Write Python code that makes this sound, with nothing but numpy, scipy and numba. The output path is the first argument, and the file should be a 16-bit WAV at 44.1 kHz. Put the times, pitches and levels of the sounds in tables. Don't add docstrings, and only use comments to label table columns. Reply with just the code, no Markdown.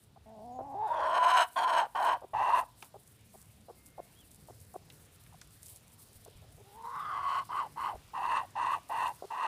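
import sys
import numpy as np
from scipy import signal
from scipy.io import wavfile
from scipy.ndimage import uniform_filter1d
from numba import njit

SR = 44100
rng = np.random.default_rng(int(sys.argv[2]) if len(sys.argv) > 2 else 0)


def bounce(signal):
    frames = np.transpose(np.atleast_2d(signal))
    limited = np.clip(frames, -1, 1)
    pcm = np.round(limited * 32767).astype(np.int16)
    wavfile.write(sys.argv[1], SR, pcm)


N = 417627
TIME = np.arange(N) / SR


def from_db(db):
    return 10 ** (np.asarray(db) / 20)


def unit_rms(x):
    return x / np.sqrt(np.mean(x ** 2) + 1e-20)


def curves_at(rows, t):
    times, *columns = np.transpose(rows)
    return [np.interp(t, times, column) for column in columns]


def cut(x, hz, kind, order=2):
    return signal.sosfilt(signal.butter(order, np.clip(hz, 10, SR * .49), kind, fs=SR, output="sos"), x)


def drift(rate, t):
    knots = np.arange(t[0], t[-1] + 2 / rate, 1 / rate)
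    return unit_rms(np.interp(t, knots, rng.standard_normal(len(knots))))


@njit
def resonate(x, hz, width_hz):
    y, r = np.zeros(len(x)), np.exp(-np.pi * width_hz / SR)
    for i in range(2, len(x)):
        drive = (1 - r * r) / 2 * (x[i] - x[i - 2])
        y[i] = drive + 2 * r * np.cos(2 * np.pi * hz[i] / SR) * y[i - 1] - r * r * y[i - 2]
    return y


def formant(x, hz, width_hz):
    hz = hz * np.ones(len(x))
    return resonate(resonate(x, hz, float(width_hz)), hz, float(width_hz))


def steady(x, window_s):
    size = max(int(window_s * SR), 2)
    return x / np.sqrt(np.abs(uniform_filter1d(uniform_filter1d(x * x, size), size)) + 1e-12)


def coloured_noise(spectrum, flicker_db, flicker_rate):
    hz, db = np.transpose(spectrum)
    edges = np.geomspace(hz[0], hz[-1], int(2 * np.log2(hz[-1] / hz[0])) + 2)
    white, out = rng.standard_normal((2, N)), 0
    for k, (low, high) in enumerate(zip(edges, edges[1:])):
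        band_db = np.interp(np.log(low * high) / 2, np.log(hz), db)
        gain = from_db(band_db + flicker_db * drift(flicker_rate, TIME))
        out += gain * cut(white[k % 2], [low, high], "band")
    return unit_rms(out)


# frequency_hz, relative_db
AIR_SPECTRUM = [(200, -10), (500, 2.5), (1000, -3.5), (2000, -5), (4200, -6.5), (6500, -11.5),
                (15000, -20.5)]
# time_s, level_db
AIR_LEVEL = [(0, -71.5), (2.7, -70), (4.8, -67), (6.5, -65.5), (9.47, -64)]

def open_air():
    level_db, = curves_at(AIR_LEVEL, TIME)
    return from_db(level_db) * coloured_noise(AIR_SPECTRUM, flicker_db=2, flicker_rate=10)


# frequency_hz, relative_db
WIND_SPECTRUM = [(25, -19), (50, -4), (110, 2.5), (180, -7), (300, -13), (600, -31)]
# time_s, level_db
RUMBLE_LEVEL = [(0, -63), (.45, -60.5), (1.1, -60), (1.35, -72), (2.3, -64), (3.7, -61.5), (4.5, -60),
                (5.4, -62.5), (7.9, -60.5), (9.2, -62), (9.45, -74)]

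def microphone_wind():
    level_db, = curves_at(RUMBLE_LEVEL, TIME)
    return from_db(level_db) * coloured_noise(WIND_SPECTRUM, flicker_db=3, flicker_rate=8)


# start_s, level_db
THUMPS = [(2.336, -52), (6.15, -56), (6.35, -55), (6.526, -52.5), (7.941, -50)]

def handling_thumps(low_hz=42, high_hz=115, decay_s=.055):
    envelope = sum(from_db(db) * (TIME > s) * np.exp(-np.minimum(np.abs(TIME - s) / decay_s, 20))
                   for s, db in THUMPS)
    rumble = steady(cut(rng.standard_normal(N), [low_hz, high_hz], "band"), window_s=.0366)
    return cut(envelope * rumble, 2 * high_hz, "low")


def yard_echo(x, echo_db=-30, t60_s=.3545, dull_hz=5000):
    t = np.arange(SR // 2) / SR
    scatter = rng.standard_normal(len(t)) * (t > .012) * from_db(-60 * t / t60_s)
    scatter = cut(scatter, dull_hz, "low")
    return x + from_db(echo_db) * signal.fftconvolve(x, scatter / np.linalg.norm(scatter))[:N]


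# time_s, pitch_hz, level_db
FAR_WHISTLE = [(3.77, 2100, -73), (4.05, 2140, -72.5), (4.11, 2330, -79.5), (4.17, 3300, -68.5),
               (4.2, 3400, -60.5), (4.26, 2460, -75)]

def bird_whistle():
    pitch_hz, level_db = curves_at(FAR_WHISTLE, TIME)
    sounding = (TIME > FAR_WHISTLE[0][0]) & (TIME < FAR_WHISTLE[-1][0])
    cycles = np.cumsum(pitch_hz * (1 + .0074 * drift(100, TIME))) / SR
    return sounding * from_db(level_db) * np.sin(2 * np.pi * cycles)


# end_s, start_s, level_db, centre_hz, width_hz
FAR_HIGH_CALL = (0.6, 0.5, -73.5, 6752, 600)

def bird_high_call(end_s, start_s, level_db, centre_hz, width_hz):
    swell = np.sin(np.pi * np.clip((TIME - start_s) / (end_s - start_s), 0, 1))
    return from_db(level_db) * swell * unit_rms(formant(rng.standard_normal(N), centre_hz, width_hz))


# frequency_hz, relative_db
STRAW_SPECTRUM = [(1470, -38), (2500, -15.5), (3240, -14), (4100, 3.5), (4530, -5.5), (6280, -14),
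                  (9320, 1.5), (14700, -3.5), (15400, -10)]
# middle_s, relative_db, length_s
HISS_SWELLS = [(.01, -70, 0.057), (0.435, -74, 0.07), (1.513, -63, 0.24), (2.046, -56.5, 0.056),
               (2.57, -58, 0.077), (2.83, -60, 0.076), (3.376, -64.5, .09), (4.55, -70, 0.47),
               (5.017, -65.5, 0.075), (5.544, -65.5, .08), (5.704, -54, 0.088), (6.025, -59.5, 0.062),
               (8.242, -67.5, 0.077), (8.728, -62, 0.032), (9.053, -63.5, 0.29)]

def straw(tread_from_s=.86, cracks_per_s=650, crack_gain=.48, clump_db=2.5, gain_db=1):
    floor_db = np.where(TIME < tread_from_s, -84, -71) + 2.66 * drift(16, TIME)
    power = from_db(floor_db) ** 2
    for middle_s, db, length_s in HISS_SWELLS:
        power += from_db(db) ** 2 * np.exp(-np.minimum((2 * (TIME - middle_s) / length_s) ** 2, 20))
    cracking = rng.random(N) < cracks_per_s / SR
    sizes = from_db(11 * np.minimum(rng.exponential(1, N), 4)) * rng.choice([-1, 1], N)
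    cracks = unit_rms(cut(formant(cracking * sizes, 8400, width_hz=7000), 2500, "high"))
    hiss = coloured_noise(STRAW_SPECTRUM, flicker_db=.6, flicker_rate=41)
    clumps = from_db(gain_db + clump_db * drift(80, TIME))
    return np.sqrt(power) * clumps * (hiss + crack_gain * cracks)


# start_s, peak_db, band_hz
SNAPS = [(2.8257, -35, 994), (2.824, -42, 3060), (4.9012, -44, 3060), (5.264, -49, 2580),
         (5.414, -41.5, 6300), (5.416, -44, 1600), (5.507, -53, 9550), (5.63, -36.5, 10000),
         (5.658, -50, 9300)]

def snaps(crack_s=.0021, tail_s=.022, tail_gain=.12):
    out, t = np.zeros(N), np.arange(SR // 10) / SR
    envelope = np.exp(-t / crack_s) + tail_gain * np.exp(-t / tail_s)
    for start_s, peak_db, band_hz in SNAPS:
        burst = rng.standard_normal(len(t)) * envelope
        burst = cut(burst, [band_hz * .74, band_hz * 1.1], "band", order=1)
        i = int(start_s * SR)
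        out[i:i + len(t)] += from_db(peak_db) * burst / np.abs(burst).max()
    return out


def syrinx(t, pitch_hz, rough, jitter_s=.00026, wander=.05, shimmer_db=4.5, hiss=.12):
    cycles = np.cumsum(pitch_hz * (1 + wander * rough * drift(110, t))) / SR
    at = np.interp(np.arange(1, cycles[-1]), cycles, np.arange(len(t)))
    puff_rough = rough[at.astype(int)]
    timing, strength = rng.standard_normal((len(at), 2)).T
    at = np.clip(at + jitter_s * SR * puff_rough * timing, 0, len(t) - 2)
    size = from_db(shimmer_db * puff_rough * strength)
    sample, late = at.astype(int), at % 1
    puffs = np.bincount(sample, size * (1 - late), len(t)) + np.bincount(sample + 1, size * late, len(t))
    turbulence = hiss * rough * (1 + np.cos(2 * np.pi * cycles)) * rng.standard_normal(len(t))
    return puffs + turbulence


# time_s, length_s, relative_db, throat_hz
CLUCKS = [(0.162, 0.02, -68.5, 740), (0.592, 0.0263, -51.5, 620), (2.219, 0.0357, -57, 600),
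          (2.943, 0.029, -60.5, 610), (3.341, 0.022, -67, 660), (3.687, 0.026, -59, 606),
          (3.982, 0.025, -53.5, 637), (4.485, 0.028, -62, 640), (4.742, 0.026, -53.5, 614),
          (5.326, 0.028, -70, 860), (6.084, 0.043, -84, 493), (6.264, 0.025, -64.5, 535),
          (6.425, 0.033, -74, 620), (6.582, 0.039, -68.5, 530), (7.932, 0.031, -58.5, 694),
          (9.226, 0.03, -53, 560)]

def clucks(start_hz=290, top_hz=390, gain_db=5):
    out = np.zeros(N)
    for time_s, length_s, db, throat_hz in CLUCKS:
        t = np.arange(int((length_s + .073) * SR)) / SR
        progress = t / length_s
        pitch_hz = np.interp(progress, [0, .5], [start_hz, top_hz]) * (1 + .0477 * rng.standard_normal())
        puffs = syrinx(t, pitch_hz, rough=np.full(len(t), .45))
        puffs *= np.interp(progress, [0, .35, .85, 1.05], [.82, .23, .87, .025])
        body = formant(puffs, throat_hz * np.interp(progress, [.3, 1], [1.06, .78]), width_hz=377)
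        body = cut(body, 1220, "low", order=4)
        i = int((time_s - .003) * SR)
        out[i:i + len(t)] += from_db(db + gain_db) * unit_rms(body)
    return out


# start_s, end_s, pitch_hz, relative_db
PURE_NOTES = [(0.904, .926, 942, 3), (1.187, 1.228, 995.4, 3), (1.256, 1.271, 996.4, 5),
              (1.319, 1.359, 1012, 2.5), (1.648, 1.678, 1008, 1.5), (1.79, 1.792, 994, 3.5),
              (2.535, 2.546, 996, 5.5), (7.265, 7.284, 1110, 4)]

def throat_note(t, puffs, throat_hz, lock_depth=.9):
    hoarse = steady(formant(puffs, throat_hz, width_hz=219), window_s=.012)
    start, end, hz, db = np.transpose(PURE_NOTES)
    locked = ((t > start[:, None]) & (t < end[:, None])).any(axis=0)
    lock = np.clip(lock_depth * uniform_filter1d(1. * locked, size=300), 0, 1)
    nearest = np.abs(t - (start + end)[:, None] / 2).argmin(axis=0)
    cycles = np.cumsum(hz[nearest] * (1 + .007 * drift(150, t))) / SR
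    note = from_db(db[nearest]) * np.sqrt(2) * np.sin(2 * np.pi * cycles)
    return np.sqrt(1 - lock) * hoarse + np.sqrt(lock) * note, lock


# centre_hz, width_hz, relative_db
HEAD_UP = [(1350, 330, 13.5), (1734, 300, 3), (2310, 430, -2), (2977, 390, 0), (3970, 520, -9.5),
           (5225, 300, -18), (6304, 550, -19), (7930, 550, -20.5), (9080, 600, -23), (12480, 4000, -39.5)]
HEAD_TURNED = [(1390, 230, 6), (2015, 180, 4.5), (2550, 730, -2), (3004, 430, -0.5), (4220, 560, -5.5),
               (5430, 374, -20), (7600, 3100, -17)]
HEAD_LOW = [(1448, 370, 5), (1918, 290, 2.5), (2700, 236, 6), (3640, 500, -19), (4250, 380, -12.5),
            (6060, 1800, -28), (8700, 2000, -22.5)]
# resonances, notch_hz
UP, TURNED, LOW = (HEAD_UP, 1700), (HEAD_TURNED, 1590), (HEAD_LOW, 2300)

def rasp(t, puffs, rasp_db, neck_tuning, resonances, notch_hz, notch_width_hz=110):
    db_per_octave = .47 * np.clip(rasp_db + 16.5, -10, 10)
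    rings = 0
    for k, (hz, width_hz, db) in enumerate(resonances):
        tuning = neck_tuning if 2700 < hz < 10000 else 1
        gain = from_db(db + db_per_octave * np.log2(hz / 1500))
        rings += (-1) ** k * gain * formant(puffs, hz * tuning, width_hz)
    notch = [notch_hz - notch_width_hz / 2, notch_hz + notch_width_hz / 2]
    rings = cut(rings, notch, "bandstop", order=1)
    return from_db(rasp_db + 1.5 * drift(90, t)) * steady(rings, window_s=.0061)


def hen_voice(t, pitch_hz, rough, throat_hz, level_db, rasp_db, chest_db, attack_s, crest_s, stretch,
              posture, release_db=19, flutter_db=1.1, neck_settle_s=.12, muffle_hz=1020):
    release = np.clip((t - crest_s) / max(t[-1] - crest_s, 1 / SR), 0, 1)
    level_db = level_db - release_db * release + flutter_db * drift(42, t)
    beak_open = np.clip(2 * rough - .3, 0, 1)
    puffs = syrinx(t, pitch_hz * (1 + .012 * drift(45, t)), rough)
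    quiver = 1 + .057 * rough * drift(69.44, t)
    throat, lock = throat_note(t, puffs, throat_hz * quiver)
    rasp_db = rasp_db - 6.5 * release - 3 * lock
    chest_gain = from_db(chest_db - 6 * (1 - beak_open) - 3.9 * lock)
    tone = throat + chest_gain * steady(formant(puffs, 2 * pitch_hz, width_hz=164), window_s=.0384)
    onset = 1 - np.exp(-(t - t[0]) / attack_s)
    ending = np.clip((t[-1] - t) / .0039, 0, 1)
    neck_tuning = 1 + stretch * np.exp(-np.cumsum(beak_open ** 4) / SR / neck_settle_s)
    hum = steady(formant(puffs, pitch_hz, width_hz=120), window_s=.021)
    moan = from_db(level_db) * cut(tone, muffle_hz, "low", order=8)
    moan += from_db(level_db / 2 - 32.75) * hum
    slow_puffs = syrinx(t, pitch_hz / 2, rough, jitter_s=.0007)
    growl = rough ** 3 * steady(cut(slow_puffs, [250, 560], "band"), window_s=.09)
    cry = from_db(level_db) * (tone + onset * rasp(t, puffs, rasp_db, neck_tuning, *posture))
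    cry += from_db(level_db / 2 - 40.75) * growl
    call = onset * ending * ((1 - beak_open) * moan + beak_open * cry)
    return np.interp(TIME, t, call, left=0, right=0)


# time_s, pitch_hz, roughness (0-1), throat_hz
FIRST_CLIMB = [(.25, 220.3, 0.17, 680), (.41, 215.7, 0.24, 653), (0.459, 238, 0.12, 690),
               (0.579, 252.3, .13, 684), (.66, 283.6, .26, 773), (.742, 270, .24, 747),
               (.752, 397.2, 0.23, 715), (.86, 438, .32, 803), (.89, 323.1, 0.6, 844),
               (1.03, 313.6, 0.68, 994), (1.42, 372.7, 0.66, 970)]
SECOND_CLIMB = [(6.631, 378.4, .25, 750), (6.9, 487.7, .47, 1062), (7.08, 386.2, .72, 1152),
                (7.4, 363.1, .62, 1050)]
# time_s, relative_db
FIRST_SWELL, SECOND_SWELL = [
    [(0.275, -53), (0.607, -41.5), (0.681, -44.5), (0.857, -30), (0.899, -36), (0.917, -28.5),
     (0.931, -32.5), (1.305, -26)],
    [(6.65, -65.5), (6.81, -46.5), (6.832, -54), (6.842, -42), (6.998, -37), (7.038, -38.5),
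     (7.264, -33), (7.395, -30.5)],
]
# start_s, end_s, release_s, rasp_db, rasp_db_per_s, chest_db, stretch_share, climb, swell, posture
WIND_UPS = [(0.254, 1.468, .045, -3.5, 25, -5.5, 0.23, FIRST_CLIMB, FIRST_SWELL, UP),
            (6.63, 7.442, 0.048, -16.5, 7.5, -16, 0.32, SECOND_CLIMB, SECOND_SWELL, TURNED)]

def wind_up(start_s, end_s, release_s, rasp_db, rasp_db_per_s, chest_db, stretch, climb, swell, posture,
            attack_s=.0098, gain_db=-.47):
    t, crest_s = TIME[(TIME >= start_s) & (TIME <= end_s)], end_s - release_s
    pitch_hz, rough, throat_hz = curves_at(climb, t)
    swell_db, = curves_at(swell, t)
    rasp_db = rasp_db - rasp_db_per_s * np.maximum(crest_s - t, 0)
    return hen_voice(t, pitch_hz, rough, throat_hz, swell_db + gain_db, rasp_db, chest_db,
                     attack_s, crest_s, stretch, posture)


# start_s, end_s,
# attack_s, release_s, crest_db, swell_db, rasp_db, chest_db, stretch_share, throat_hz, posture
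SQUAWKS = [(1.558, 1.872, 0.0039, 0.052, -26, 4, -8, -7.5, 0.13, 969, UP),
           (1.948, 2.176, 0.0052, 0.039, -27, 2.5, -11.5, -9, 0.056, 938, UP),
           (2.333, 2.643, .003, .05, -26.5, 7, -14.5, -11.5, 0, 992, LOW),
           (7.489, 7.678, 0.01, 0.077, -30, 9, -17, -32, 0.023, 1070, TURNED),
           (7.759, 7.947, 0.0079, 0.071, -31, 10, -16.5, -32, 0.0067, 1050, TURNED),
           (8.133, 8.456, 0.0074, .065, -29.5, 9, -12.5, -20.5, .08, 1042, LOW),
           (8.553, 8.791, 0.0049, 0.047, -30, 5.5, -12, -24, 0.0094, 1026, LOW),
           (8.893, 9.126, 0.0027, .062, -29.5, 8, -11, -24, 0.011, 1000, LOW),
           (9.303, 9.558, 0.0023, 0.052, -30.5, 8.5, -12.5, -19, 0, 1032, LOW)]

def squawk(start_s, end_s, attack_s, release_s, crest_db, swell_db, rasp_db, chest_db, stretch,
           throat_hz, posture, crest_pitch_hz=346.6, roughness=.872, slack_db=22):
    t, crest_s = TIME[(TIME >= start_s) & (TIME <= end_s)], end_s - release_s
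    push_db = -swell_db * np.clip((crest_s - t) / (crest_s - start_s), 0, 1) ** 1.298
    effort_db = push_db - slack_db * np.clip((t - crest_s) / release_s, 0, 1)
    pitch_hz = crest_pitch_hz * (1 - .0362 * effort_db)
    throat_hz = throat_hz * (1 + .0124 * effort_db)
    return hen_voice(t, pitch_hz, np.full(len(t), roughness), throat_hz, crest_db + push_db,
                     rasp_db + .37 * push_db, chest_db, attack_s, crest_s, stretch, posture)


def scene():
    hen = sum(wind_up(*row) for row in WIND_UPS) + sum(squawk(*row) for row in SQUAWKS) + clucks()
    background = microphone_wind() + open_air()
    echoing = yard_echo(hen + snaps() + bird_whistle() + bird_high_call(*FAR_HIGH_CALL))
    return (echoing + straw() + handling_thumps() + background)[None]


def record(dry, cutoff_hz=15500):
    return signal.sosfilt(signal.ellip(12, .1, 80, cutoff_hz, fs=SR, output="sos"), dry)


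dry = scene()
out = record(dry)
bounce(out)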